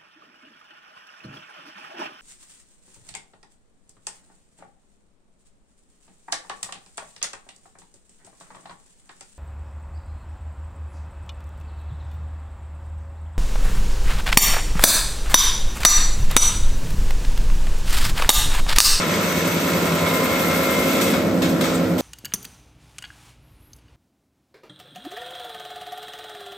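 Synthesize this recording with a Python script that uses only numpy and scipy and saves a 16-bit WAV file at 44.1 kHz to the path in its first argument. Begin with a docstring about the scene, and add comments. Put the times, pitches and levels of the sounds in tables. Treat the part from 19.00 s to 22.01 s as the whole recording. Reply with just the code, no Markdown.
"""A granulator chops cable in a large workshop: its knives ring the steel housing, its rotor
shakes the frame and its panels whine. Chips hiss, a shaking table throws fine copper granules
and metal scrapes sing out, all over a bed of motor hum and heavy shaft rumble.
We hear it from a phone carried along the recycling line. Behind a steel cabinet the treble
falls away and single bursts of chips rattle out against sheet steel."""
import sys
import numpy as np
from scipy import signal
from scipy.fft import rfft, irfft
from scipy.io import wavfile

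SR = 44100
rng = np.random.default_rng(int(sys.argv[2]) if len(sys.argv) > 2 else 0)


def bounce(signal):
    """Save signal as a 16-bit WAV file at the path given by the first command-line argument."""
    frames = np.transpose(np.atleast_2d(signal))
    limited = np.clip(frames, -1, 1)
    pcm = np.round(limited * 32767).astype(np.int16)
    wavfile.write(sys.argv[1], SR, pcm)


N = 132741

ROTOR_HZ, SHAFT_HZ, KNIVES = 10.676, 10.47, 3  # turns a second of rotor and heavy shaft; knife count
DRONE_REPEAT, CHOP_REPEAT = 0.42, 0.53  # share of the power that loops with each turn
SIDES = np.array([[1], [-1]])  # left, right

# Low bed of the workshop (frequency [Hz], density [dB per Hz])
FLOOR_SPECTRUM = [(20, -92), (35, -95), (52, -66), (84, -54.5), (106, -50.5), (130, -66), (200, -89)]
# Rumble of the heavy shaft (frequency [Hz], density [dB per Hz])
SHAFT_SPECTRUM = [(90, -86), (140, -56), (172, -45.5), (205, -45.5), (270, -47.5), (370, -51), (470, -76.5),
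                  (900, -100)]
# Body of the granulator's frame (frequency [Hz], density [dB per Hz])
FRAME_SPECTRUM = [(250, -80), (370, -61), (450, -48.5), (560, -54.5), (660, -54.5), (790, -64),
                  (1100, -73.5), (3000, -105)]
# Clang of its steel housing (frequency [Hz], density [dB per Hz])
HOUSING_SPECTRUM = [(500, -86), (780, -68), (1020, -56.5), (1160, -59.5), (1370, -55.5), (1600, -63.5),
                    (1930, -60.5), (2150, -68), (2330, -65), (2550, -66.5), (2850, -70), (6000, -74.5),
                    (15000, -105)]
# Hiss of flying chips (frequency [Hz], density [dB per Hz])
CHIP_SPECTRUM = [(100, -93), (1000, -73.5), (2100, -69), (2700, -69), (3300, -70), (4100, -71.5),
                 (4900, -74.5), (6100, -71), (7000, -73.5), (8400, -73.5), (10500, -103), (15500, -90)]
# Sizzle of copper granules (frequency [Hz], density [dB per Hz])
GRANULE_SPECTRUM = [(4000, -100), (7500, -80), (9000, -72), (10800, -68.5), (12300, -72), (14200, -70.5),
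                    (15500, -77)]
# Base colour of a burst of chips (frequency [Hz], density [dB per Hz])
RATTLE_SPECTRUM = [(80, -98), (300, -76), (900, -61), (1600, -62), (2200, -66), (3700, -65), (5200, -67),
                   (8400, -70.5), (11000, -70.5), (15500, -77)]
# Motor and panel hum (pitch [Hz], level at the control cabinet [dB], level at the far end [dB])
HUM_TONES = [(105.3, -48.5, -42.5), (179.6, -42, -29.5), (210, -43.5, -32.5), (235.8, -44, -38.5),
             (260.8, -36, -23.5), (323.8, -39.5, -27), (366, -38, -35.5), (467, -57, -34.5)]
# Panel whines (pitch [x rotor speed], off-beam gain [dB], on-beam gain [dB], time on beam [s])
WHINES = [(50, -40, -31.5, 2.1), (51, -46, -38, 2.0), (55, -39, -38, 1.5), (68, -51, -40.5, 1.7),
          (78, -56, -45, 1.2), (90, -49, -42, .7), (96, -51, -36, 1.4), (99, -50, -42, 1.2),
          (117, -50, -43, 1.2), (126, -50, -39.5, 1.55), (132, -47, -42, 1.0), (153, -60, -47, 1.4),
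          (165, -60, -47, .3), (198, -53, -33.5, 1.56), (201, -56, -44, 1.7), (206, -51, -40, 1.6)]
# Resonances of the sheet steel that the chips hit (frequency [Hz], width [Hz], boost [dB])
STEEL_MODES = [(2130, 40, 9), (2205, 28, 13.5), (2552, 40, 8.5), (3235, 40, 8), (3478, 32, 10.5),
               (3768, 25, 6), (3892, 30, 7.5), (4377, 30, 5), (5276, 40, 4), (8530, 130, 6)]
# Bursts of chips (time [s], gain [dB], decay [s], tilt [dB per octave])
RATTLE_CUES = [(1.059, -7.5, 0.03, -6.5), (1.136, -6.5, 0.059, 8.5), (2.01, 1.5, 0.056, 4),
               (2.131, -5.5, 0.094, -3.5), (2.418, 0.5, 0.083, -.5), (2.491, -8.5, 0.021, 7),
               (2.608, 0.5, 0.037, 0), (2.637, -0.5, 0.098, 0), (2.744, -8, 0.033, 3), (2.979, -5, 0.16, 3)]
# Metal rubbing (peak time [s], half-length [s], pitch [Hz], width [Hz], level [dB])
SCRAPE_CUES = [(.35, 0.42, 6060, 500, -38.5), (2.39, 0.024, 8400, 300, -45),
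               (2.757, 0.022, 7240, 200, -37.5), (2.757, 0.016, 8200, 300, -35)]
# The walk along the line (time [s], way to the far end [0-1])
WALK_PATH = [(0, 0), (1.0, 0.16), (1.7, 0.4), (2.3, 0.78), (2.65, 0.86), (3.0, 0.77)]
# Fader rides on the walk (time [s], shaft [dB], frame [dB], housing [dB], chips [dB], granules [dB])
FADERS = [(0, -2.5, -2, 1, 2.5, -5), (.5, -1, -1, -0.5, 1, -1.5), (1.05, -2.5, 2, -0.5, 1.5, -3),
          (1.5, -2.5, 1, 1, 1, 0.5), (1.8, -4, 1.5, -0.5, 2.5, -0.5), (2.1, 1.5, 1, -1, 3.5, 0),
          (2.25, 1, 1.5, -4, -9, -11), (2.45, 2.5, 0.5, -6.5, -17, -15), (2.7, -3, 0, -2.5, -8, -13),
          (3.0, -6, 1, -9, -16, -13.5)]
# How alike the two microphones sound (frequency [Hz], likeness [0-1])
MIC_LIKENESS = [(25, .94), (60, .99), (140, .98), (290, .945), (640, .77), (1400, .58), (3200, .35),
                (4600, .5), (5900, .45), (6700, .9), (8400, .92), (9400, .999), (10700, .999), (11600, .96),
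                (15000, .96)]
# Phase between the microphones (frequency [Hz], left lead [rad])
MIC_PHASE = [(20, 0), (600, 0), (950, .5), (1800, -.4), (2800, .6), (4800, .3), (5900, -.7), (6700, 0),
             (7900, -.3), (8550, -1.1), (9000, -2.3), (9350, -3.1), (10750, -3.2), (11150, -4.1),
             (11800, -5.0), (12550, -6.2), (14100, -6.35), (14900, -6.9), (15400, -8.6)]
# Balance between the microphones (frequency [Hz], left minus right [dB])
MIC_BALANCE = [(60, -.4), (200, 0), (450, -1), (700, -1.4), (1200, 1.6), (2300, -.4), (4400, 1.6),
               (9000, 0)]


def amp(db):
    """Decibels to gain."""
    return 10 ** (np.asarray(db) / 20)


def unit(x):
    """Scale to an rms of one."""
    return x / np.sqrt(np.mean(x ** 2))


def clock():
    """Time of each sample in seconds."""
    return np.arange(N) / SR


def bins():
    """Frequency of each FFT bin in Hz."""
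    return np.fft.rfftfreq(N, 1 / SR)


def automation(table):
    """One lane of straight ramps for each value column of a time table."""
    times, *columns = np.array(table, float).T
    return [np.interp(clock(), times, column) for column in columns]


def per_bin(table):
    """A frequency table read at every bin, on a log axis."""
    hz, value = np.array(table, float).T
    return np.interp(np.log(bins() + 1), np.log(hz), value)


def colour(x, spectrum):
    """EQ a white signal to a spectrum in dB per Hz."""
    return irfft(rfft(x) * amp(per_bin(spectrum)) * np.sqrt(SR / 2), N)


def drift(hz):
    """A smooth random modulator with an rms of one, rolling off around hz."""
    return unit(irfft(rfft(rng.standard_normal(N)) * np.exp(-(bins() / hz) ** 2), N))


def turns(hz, wobble=.0006):
    """Turns made by a shaft whose speed wanders by the share wobble."""
    return np.cumsum(hz * (1 + wobble * drift(3.1))) / SR


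def clatter(turn, hz, repeat):
    """Two white clatters, of which a share loops with every turn."""
    size = int(SR / hz)
    one_turn = rng.standard_normal((2, SR))[:, :size]
    looped = one_turn[:, (turn % 1 * size).astype(int)]
    return np.sqrt(repeat) * looped + np.sqrt(1 - repeat) * rng.standard_normal((2, N))


def ticks(per_s, spread_db, hall_t60_s=.21, hall_db=-2):
    """Two streams of dense small impacts of uneven size, smeared by the hall."""
    hits = (rng.random((2, N)) < per_s / SR) * rng.choice([-1, 1], (2, N))
    hits = hits * amp(spread_db * np.minimum(rng.exponential(size=(2, N)), 7))
    tail = rng.standard_normal((2, N)) * np.exp(-np.log(1000) * clock() / hall_t60_s)
    reverb = unit(irfft(rfft(hits) * rfft(tail), N))
    return unit(unit(hits) + amp(hall_db) * reverb)


def tone(cycles, waver_db):
    """A wavering tone as it arrives by two paths."""
    return np.array([unit(amp(waver_db * drift(5.4)) * np.sin(2 * np.pi * (cycles + rng.random())))
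                     for _ in range(2)])


def microphones(pair):
    """Spread a shared and a diffuse path over two microphones that differ in phase and level."""
    shared, diffuse = rfft(pair)
    likeness = per_bin(MIC_LIKENESS)
    stereo = np.sqrt((1 + likeness) / 2) * shared + SIDES * np.sqrt((1 - likeness) / 2) * diffuse
    balance = amp(SIDES * per_bin(MIC_BALANCE) / 2)
    phase = np.exp(.5j * SIDES * per_bin(MIC_PHASE))
    return irfft(stereo * balance * phase, N)


def shaft_rumble(spectrum):
    """The heavy shaft rumbles, partly repeating with each turn."""
    return colour(clatter(turns(SHAFT_HZ), SHAFT_HZ, DRONE_REPEAT), spectrum)


def motor_throb(way, pitch_hz=168, throb_hz=10.6, depth_db=6.3, peak_s=.089):
    """A motor drone pulses evenly, a little louder toward the far end."""
    swing_db = depth_db * np.cos(2 * np.pi * throb_hz * (clock() - peak_s))
    drone = tone(turns(pitch_hz, wobble=.012), waver_db=3)
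    return unit(drone * amp(swing_db)) * amp(-30 + 1.5 * way)


def drives(shaft_db, far_pan_db=-1.2):
    """Shaft and motors drone; toward the far end the hum builds and the whole bed leans right."""
    way, = automation(WALK_PATH)
    rumble = shaft_rumble(SHAFT_SPECTRUM) * amp(shaft_db + .9 * drift(22))  # uneven throb
    hum = sum(amp(near + (far - near) * way) * tone(turns(hz, wobble=.003), waver_db=1)
              for hz, near, far in HUM_TONES)
    pan = amp(SIDES * far_pan_db * way / 2)
    return microphones(rumble + hum + motor_throb(way)) * pan


def scrapes():
    """Metal rubs and sings in narrow bands that swell and fade."""
    out = 0
    for peak_s, half_s, hz, width, db in SCRAPE_CUES:
        band = rfft(rng.standard_normal((2, N))) / (1 + (2 * (bins() - hz) / width) ** 2)
        swell = np.exp(-((clock() - peak_s) / half_s) ** 2)
        out = out + amp(db) * unit(irfft(band, N)) * swell
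    return out


def shaking_table(stroke_hz=12.7, peak_s=.067, depth_db=1.6):
    """Fine copper granules land in a sizzle that surges once a stroke."""
    throw_db = depth_db * np.cos(2 * np.pi * stroke_hz * (clock() - peak_s)) + 1.1 * drift(22)
    return colour(ticks(per_s=10000, spread_db=3.5) * amp(throw_db), GRANULE_SPECTRUM)


def sheet_steel(impacts):
    """Sheet steel rings with each impact."""
    ring = 1 + sum((amp(db) - 1) / (1 + 2j * (bins() - hz) / width) for hz, width, db in STEEL_MODES)
    return irfft(rfft(impacts) * ring, N)


def rattles(attack_s=.0015, strike=.22, strike_s=.022, pivot_hz=5000):
    """Handfuls of chips hit and die away; the first to land strike hardest."""
    out = 0
    for start, db, decay_s, tilt in RATTLE_CUES:
        age = np.maximum(clock() - start, 0)
        attack = 1 - np.exp(-age / attack_s)
        decay = np.exp(-age / decay_s) + strike * np.exp(-age / strike_s)
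        spectrum = [(hz, level + db + tilt * np.log2(hz / pivot_hz)) for hz, level in RATTLE_SPECTRUM]
        out = out + colour(ticks(per_s=11000, spread_db=2) * attack * decay, spectrum)
    return out


def chips(turn, pulse_db=1.0, peak_s=.021):
    """Chopped cable sprays around the chamber, a little harder at each knife."""
    flicker_db = .8 * drift(30)
    push_db = pulse_db * np.cos(2 * np.pi * KNIVES * (turn - peak_s * ROTOR_HZ)) + flicker_db
    return colour(ticks(per_s=9000, spread_db=3) * amp(push_db), CHIP_SPECTRUM)


def panels(turn, trim_db=1.9, beam_s=.65, shadow_s=2.22, edge_s=.04, shadow_db_per_khz=-5):
    """Panels beam their whines, each swelling as we pass, until the cabinet screens the highs."""
    hidden = (1 + np.tanh((clock() - shadow_s) / edge_s)) / 2
    judder = .0005 * drift(28)  # the rotor judders under load and roughens the high whines
    out = 0
    for order, off_db, on_db, passed_s in WHINES:
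        on_beam = np.exp(-np.abs((clock() - passed_s) / beam_s) ** 3)
        khz = order * ROTOR_HZ / 1000
        shadow_db = hidden * shadow_db_per_khz * max(khz - .5, 0)
        whine = tone(order * (turn + judder), waver_db=2.8)
        out = out + amp(off_db + (on_db - off_db) * on_beam + shadow_db) * whine
    return out * amp(trim_db)


def knife_force(turn, first_s=.001, decay_s=.005, load_db=.5, load_peak_s=.034):
    """Each knife bites at two stationary blades, and the load swells once a turn."""
    passes = (turn - first_s * ROTOR_HZ) * KNIVES
    bite, second_bite = (np.exp(-((passes - offset) % 1) / (KNIVES * ROTOR_HZ * decay_s))
                         for offset in (0, .5))
    force = 1.2 + bite + .5 * second_bite  # the bites ride on a steady grind
    load = amp(load_db * np.cos(2 * np.pi * (turn - load_peak_s * ROTOR_HZ)))
    return unit(force * load)


def granulator(turn, frame_db, housing_db):
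    """The rotor shakes the frame; the cuts ring the housing."""
    frame = colour(clatter(turn, ROTOR_HZ, DRONE_REPEAT), FRAME_SPECTRUM)
    housing = colour(clatter(turn, ROTOR_HZ, CHOP_REPEAT) * knife_force(turn), HOUSING_SPECTRUM)
    return frame * amp(frame_db) + housing * amp(housing_db)


def scene():
    """Mix the line in stereo, riding the faders along the walk."""
    shaft_db, frame_db, housing_db, chips_db, granules_db = automation(FADERS)
    turn = turns(ROTOR_HZ)
    floor = shaft_rumble(FLOOR_SPECTRUM)  # fills the whole workshop evenly
    machines = floor + granulator(turn, frame_db, housing_db) + panels(turn)
    ringing_chips = sheet_steel(chips(turn) * amp(chips_db) + rattles())
    material = ringing_chips + shaking_table() * amp(granules_db) + scrapes()
    return drives(shaft_db) + microphones(machines + material)


def record(dry):
    """The phone cuts the top with a steep low-pass at 15.6 kHz."""
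    return signal.sosfilt(signal.ellip(10, .2, 80, 15600, fs=SR, output="sos"), dry)


dry = scene()
out = record(dry)
bounce(out)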